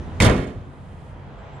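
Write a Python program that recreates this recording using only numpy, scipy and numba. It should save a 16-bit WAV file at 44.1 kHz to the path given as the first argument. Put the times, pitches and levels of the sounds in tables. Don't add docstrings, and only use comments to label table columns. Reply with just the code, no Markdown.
import sys
import numpy as np
from scipy import signal
from scipy.io import wavfile
from scipy.ndimage import uniform_filter1d
from numba import njit

SR = 44100
rng = np.random.default_rng(int(sys.argv[2]) if len(sys.argv) > 2 else 0)


def wav_out(sig):
    wavfile.write(sys.argv[1], SR, np.round(np.clip(np.atleast_2d(sig).T, -1, 1) * 32767).astype(np.int16))


def magnitude_from_level(level_db):
    exponent = np.asarray(level_db, float) / 20
    return 10 ** exponent


N = 70560


def read(table, hz):
    f, v = np.array(table, float).T
    return np.interp(np.log(hz), np.log(f), v)


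def curve(table):
    s, v = np.array(table, float).T
    return np.interp(np.arange(N) / SR, s, v)


def unit(x):
    return x / np.sqrt(np.mean(x ** 2))


def filtered(x, order, hz, kind="low"):
    return signal.lfilter(*signal.butter(order, hz, kind, fs=SR), x)


def walk(rate):
    k = int(SR / rate)
    held = np.repeat(rng.standard_normal(N // k + 1), k)
    return 0.56 * uniform_filter1d(uniform_filter1d(held, k), k)[:N]


def band(hz, width_hz):
    b, a = signal.iirpeak(hz, hz / width_hz, fs=SR)
    once = signal.lfilter(b, a, rng.standard_normal(N))
    return unit(signal.lfilter(b, a, once))


def ports(mid, side, pan_db, like):
    like = np.clip(like, -1, 1)
    shared, unshared = np.sqrt((1 + like) / 2) * mid, np.sqrt((1 - like) / 2) * side
    return np.array([(shared + unshared) * magnitude_from_level(pan_db / 2), (shared - unshared) * magnitude_from_level(-pan_db / 2)])


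@njit
def ring(x, hz, t60, gain):
    out = np.zeros((2, len(x)))
    for m in range(len(hz)):
        p, z = np.exp(2j * np.pi * hz[m] / SR - np.log(1000) / (t60[m] * SR)), 0j
        for i in range(len(x)):
            z = z * p + x[i]
            out[0, i] += (gain[0, m] * z).imag
            out[1, i] += (gain[1, m] * z).imag
    return out


# t/s, level/dB, ring f/Hz, ring level/dB
CLICKS = [(.2018, 3.5, 2240, -6.5), (0.2047, -7.5, 2470, -14), (.2105, -2, 2036, -5),
          (0.2197, 4.5, 6800, -13), (0.2236, -20, 3500, -15), (0.2447, 0.5, 9500, -11),
          (0.2534, -9.5, 8840, -16), (.263, -4.5, 1170, -32), (0.4695, -27, 7000, -30),
          (0.471, -29, 8390, -41), (0.504, -33.5, 9100, -44)]
BANG_S = CLICKS[0][0]
# t/s, level/dB
SHAKE = [(.2, -30.5), (.235, -14), (.265, -11.5), (.29, -16), (.34, -21), (.445, -29), (.47, -34.5),
         (.52, -39), (.7, -57.5)]


def rattle(start, n, places):
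    taps_per_s, spread_db = 3800, 3
    chatter_db, chatter_s = -10.5, 0.0047
    hard_db, hard_until_s, hard_fade_s = 3, 0.26, 0.0098
    t = (start + np.arange(n)) / SR
    shake = magnitude_from_level(curve(SHAKE)[start:start + n])
    for s, db, _, _ in CLICKS:
        u = t - s
        shake = shake + (u > 0) * magnitude_from_level(db + chatter_db) * np.exp(-np.maximum(u, 0) / chatter_s)
    chance = rng.random((places, 3, n))
    hit = chance[:, 0] < taps_per_s / SR
    sign = np.sign(chance[:, 1] - .5)
    strength = magnitude_from_level(-spread_db * np.log(chance[:, 2] + 1e-9))
    force = shake * hit * sign * strength + 1e-18
    for j, (s, db, _, _) in enumerate(CLICKS):
        force[j % places, int(s * SR) - start] += magnitude_from_level(db)
    hard = magnitude_from_level(hard_db) / (1 + np.exp((t - hard_until_s) / hard_fade_s))
    return force + hard * filtered(force, 2, 3900, "high")


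# f/Hz, level/dB
HOOD_PAN = [(60, 4), (110, 0.5), (200, -1), (380, 0), (700, -8.5), (1290, -4.5), (2380, -8.5), (4400, -1.5),
            (8120, -15.5), (15000, -30)]
# f/Hz, likeness/-1..1
HOOD_LIKE = [(60, 1), (130, 0.97), (290, 0.99), (640, 0.64), (1410, 0.16), (3100, 0.78), (6820, -0.72),
             (15000, -0.81)]


def latch_pings(start, n):
    t60_s, rise_s = .02, 0.00051
    pings = np.zeros((2, n))
    for s, _, hz, ring_db in CLICKS:
        k = int(s * SR) - start
        u = np.arange(n - k) / SR
        fade = magnitude_from_level(ring_db - 60 * u / t60_s) * np.minimum(u / rise_s, 1)
        ping = np.sin(2 * np.pi * hz * u) * fade
        pings[:, k:] += ports(ping, ping / 2, read(HOOD_PAN, hz), read(HOOD_LIKE, hz))
    return pings


# f/Hz, level/dB per Hz
SHEET = [(120, -30), (200, 1), (506, -1.5), (906, -10), (1050, -8), (2060, -11), (5200, -27.5),
         (8820, -36.5), (15500, -60)]
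# f/Hz, t60/s
SHEET_T60 = [(300, 0.6), (1000, 0.26), (3000, 0.082), (6000, 0.035), (14000, .015)]


def sheet(count=300, places=3):
    start, n = int(BANG_S * SR), SR // 2
    rung = 0
    for force in rattle(start, n, places):
        hz = 190 + 15400 * ((np.arange(count) + rng.random(count)) / count) ** 2
        phase = np.exp(2j * np.pi * rng.random(count))
        side = 1j * phase * np.sign(rng.standard_normal(count))
        gain = ports(phase, side, read(HOOD_PAN, hz), read(HOOD_LIKE, hz))
        t60 = read(SHEET_T60, hz)
        weight = magnitude_from_level(read(SHEET, hz)) * np.sqrt(np.sqrt(hz) / t60)
        rung = rung + ring(force, hz, t60, gain * weight)
    out = np.zeros((2, N))
    level = magnitude_from_level(-13) / np.std(rung[:, :SR // 10])
    out[:, start:start + n] = level * rung + latch_pings(start, n)
    return out


# t/s, level/dB, contact/ms
THUDS = [(0.206, -6, 1.9), (0.2156, -7.5, 2.9), (0.2261, -3.5, 4.8), (0.2423, -5.5, 2.6),
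         (0.2517, -5.5, 3.6), (0.2606, -2.5, 2.54), (0.2694, -3, 2.57), (.283, -5.5, 2.4), (.30, -8.5, 1.8),
         (0.337, -18.5, 3.4), (0.392, -9, 1.2), (0.558, -18.5, 3.9), (0.568, -20.5, 4.16), (.577, -17, 3.9)]
# f/Hz, level/dB, t60/s
BODY = [(49.6, -17, 0.37), (68.5, 1.5, 0.23), (94, -1.5, 0.21), (114.4, 3, .25), (141, -2, 0.72),
        (153, -3.5, .3), (180.2, -6.5, 0.81), (216, -11, 0.13), (249.1, -8, 0.55), (273.6, -11, 0.9),
        (296.2, -4.5, 0.44), (365.3, -11, 1), (465.7, -9, 0.45), (513, -12, 0.55)]


def body():
    shudder = unit(filtered(rng.standard_normal(N), 1, 510))
    force = shudder * magnitude_from_level(curve(SHAKE) - 40) * (np.arange(N) > BANG_S * SR) + 1e-18
    for s, db, ms in THUDS:
        push = np.hanning(int(ms * SR / 1000) + 2)
        k = int(s * SR)
        force[k:k + len(push)] += magnitude_from_level(db) * push / push.sum()
    hz, db, t60 = np.array(BODY, float).T
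    side = 1j * np.sign(rng.standard_normal(len(hz)))
    gain = -ports(np.ones(len(hz)), side, read(HOOD_PAN, hz), read(HOOD_LIKE, hz))
    rung = ring(force, hz, t60, gain * magnitude_from_level(db - 12.5))
    return filtered(rung, 2, 25, "high")


# f/Hz, level/dB
STREET_PAN = [(60, -3), (110, 0.5), (200, -1.5), (380, -1), (700, -1.5), (1290, 0), (2380, -3.0),
              (4400, 1.5), (8120, -9), (15000, 15)]
# f/Hz, likeness/-1..1
STREET_LIKE = [(60, 0.71), (130, 0.84), (290, 1), (640, 0.75), (1410, 0.091), (3100, 0.63), (6820, 0.053),
               (15000, -1)]


def wash(colour):
    swell_db, flicker_db = .8, 3
    out, swell = 0, walk(0.63)
    for hz in 28 * 2 ** (np.arange(28) / 3):
        db = read(colour, hz) + 10 * np.log10(hz) + swell_db * swell + flicker_db * walk(14.23)
        sos = signal.butter(3, [hz / 1.14, hz * 1.14], "bandpass", fs=SR, output="sos")
        noise = rng.standard_normal((2, N + SR // 4))
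        mid, side = unit(signal.sosfilt(sos, noise)[:, -N:])
        out = out + magnitude_from_level(db) * ports(mid, side, read(STREET_PAN, hz), read(STREET_LIKE, hz))
    return unit(out)


# f/Hz, level/dB per Hz
TYRES = [(400, 3.5), (600, 2.5), (1300, -2.5), (3000, -18.5), (6000, -36)]
# t/s, level/dB
CAR = [(0, -46), (.8, -42.5), (1.1, -40), (1.3, -37.5), (1.6, -33.5)]
# t/s, level/dB
DRONE = [(0, -50), (1.0, -50), (1.1, -38.5), (1.35, -44), (1.5, -43), (1.6, -31)]


def nearing_car():
    tyres = wash([(200, -29)] + TYRES + [(9000, -57)]) * magnitude_from_level(curve(CAR))
    engine = band(140.7, 15.3) * magnitude_from_level(curve(DRONE))
    return tyres + engine


# t/s, level/dB
SQUEAL = [(1.33, -120), (1.37, -77), (1.395, -65), (1.43, -70), (1.52, -72), (1.565, -57), (1.6, -80)]


def brake_squeal():
    hz = 7620 * (1 + 0.00043 * walk(27))
    level = magnitude_from_level(curve(SQUEAL) + 2.5 * walk(45))
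    tone = np.sin(2 * np.pi * np.cumsum(hz) / SR) * level
    return ports(tone, 0, -17, 0.42)


# t/s, level/dB
HISS = [(0, -87), (.65, -79), (.75, -75), (1.1, -71), (1.15, -80.5), (1.6, -84)]


def hiss():
    hz, width_hz = 9100, 4500
    return ports(band(hz, width_hz), band(hz, width_hz), -24.5, 0.21) * magnitude_from_level(curve(HISS))


# f/Hz, level/dB per Hz
TRAFFIC = [(15, -37), (25, -5.5), (75, 1.5), (158, -6.5), (191, -6.5), (344, -18), (811, -23.5),
           (9020, -56), (15000, -98)]
# f/Hz, width/Hz, level/dB
ENGINES = [(89.4, 4.7, -39.5), (138, 4, -45), (193.6, 7.8, -49)]


def traffic():
    drones = sum(magnitude_from_level(db) * band(hz, width) for hz, width, db in ENGINES)
    return magnitude_from_level(-32.5) * wash(TRAFFIC) + drones


def scene():
    hood = sheet() + body()
    return hood + nearing_car() + brake_squeal() + hiss() + traffic()


def gain_control(x):
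    duck_db, attack_s, drift_db_per_s = -7.5, 0.13, -1.77
    after = np.maximum(np.arange(N) / SR - BANG_S, 0)
    return x * magnitude_from_level(duck_db * (1 - np.exp(-after / attack_s)) + drift_db_per_s * after)


# f/Hz, width/Hz, level/dB
SHELL = [(3350, 720, -7), (6740, 800, -5.5), (8820, 300, -2.5)]


def camera_shell(x):
    x = x + sum(magnitude_from_level(db) * signal.lfilter(*signal.iirpeak(hz, hz / w, fs=SR), x) for hz, w, db in SHELL)
    x = filtered(x, 2, 10400)
    return np.array([filtered(x[0], 2, 8500), x[1]])


def low_pass(x):
    return signal.sosfilt(signal.butter(12, 15700, fs=SR, output="sos"), x)


def record(dry):
    x = camera_shell(gain_control(dry))
    mix = np.tanh(1.149 * x) / 1.085
    return low_pass(mix)


dry = scene()
out = record(dry)
wav_out(out)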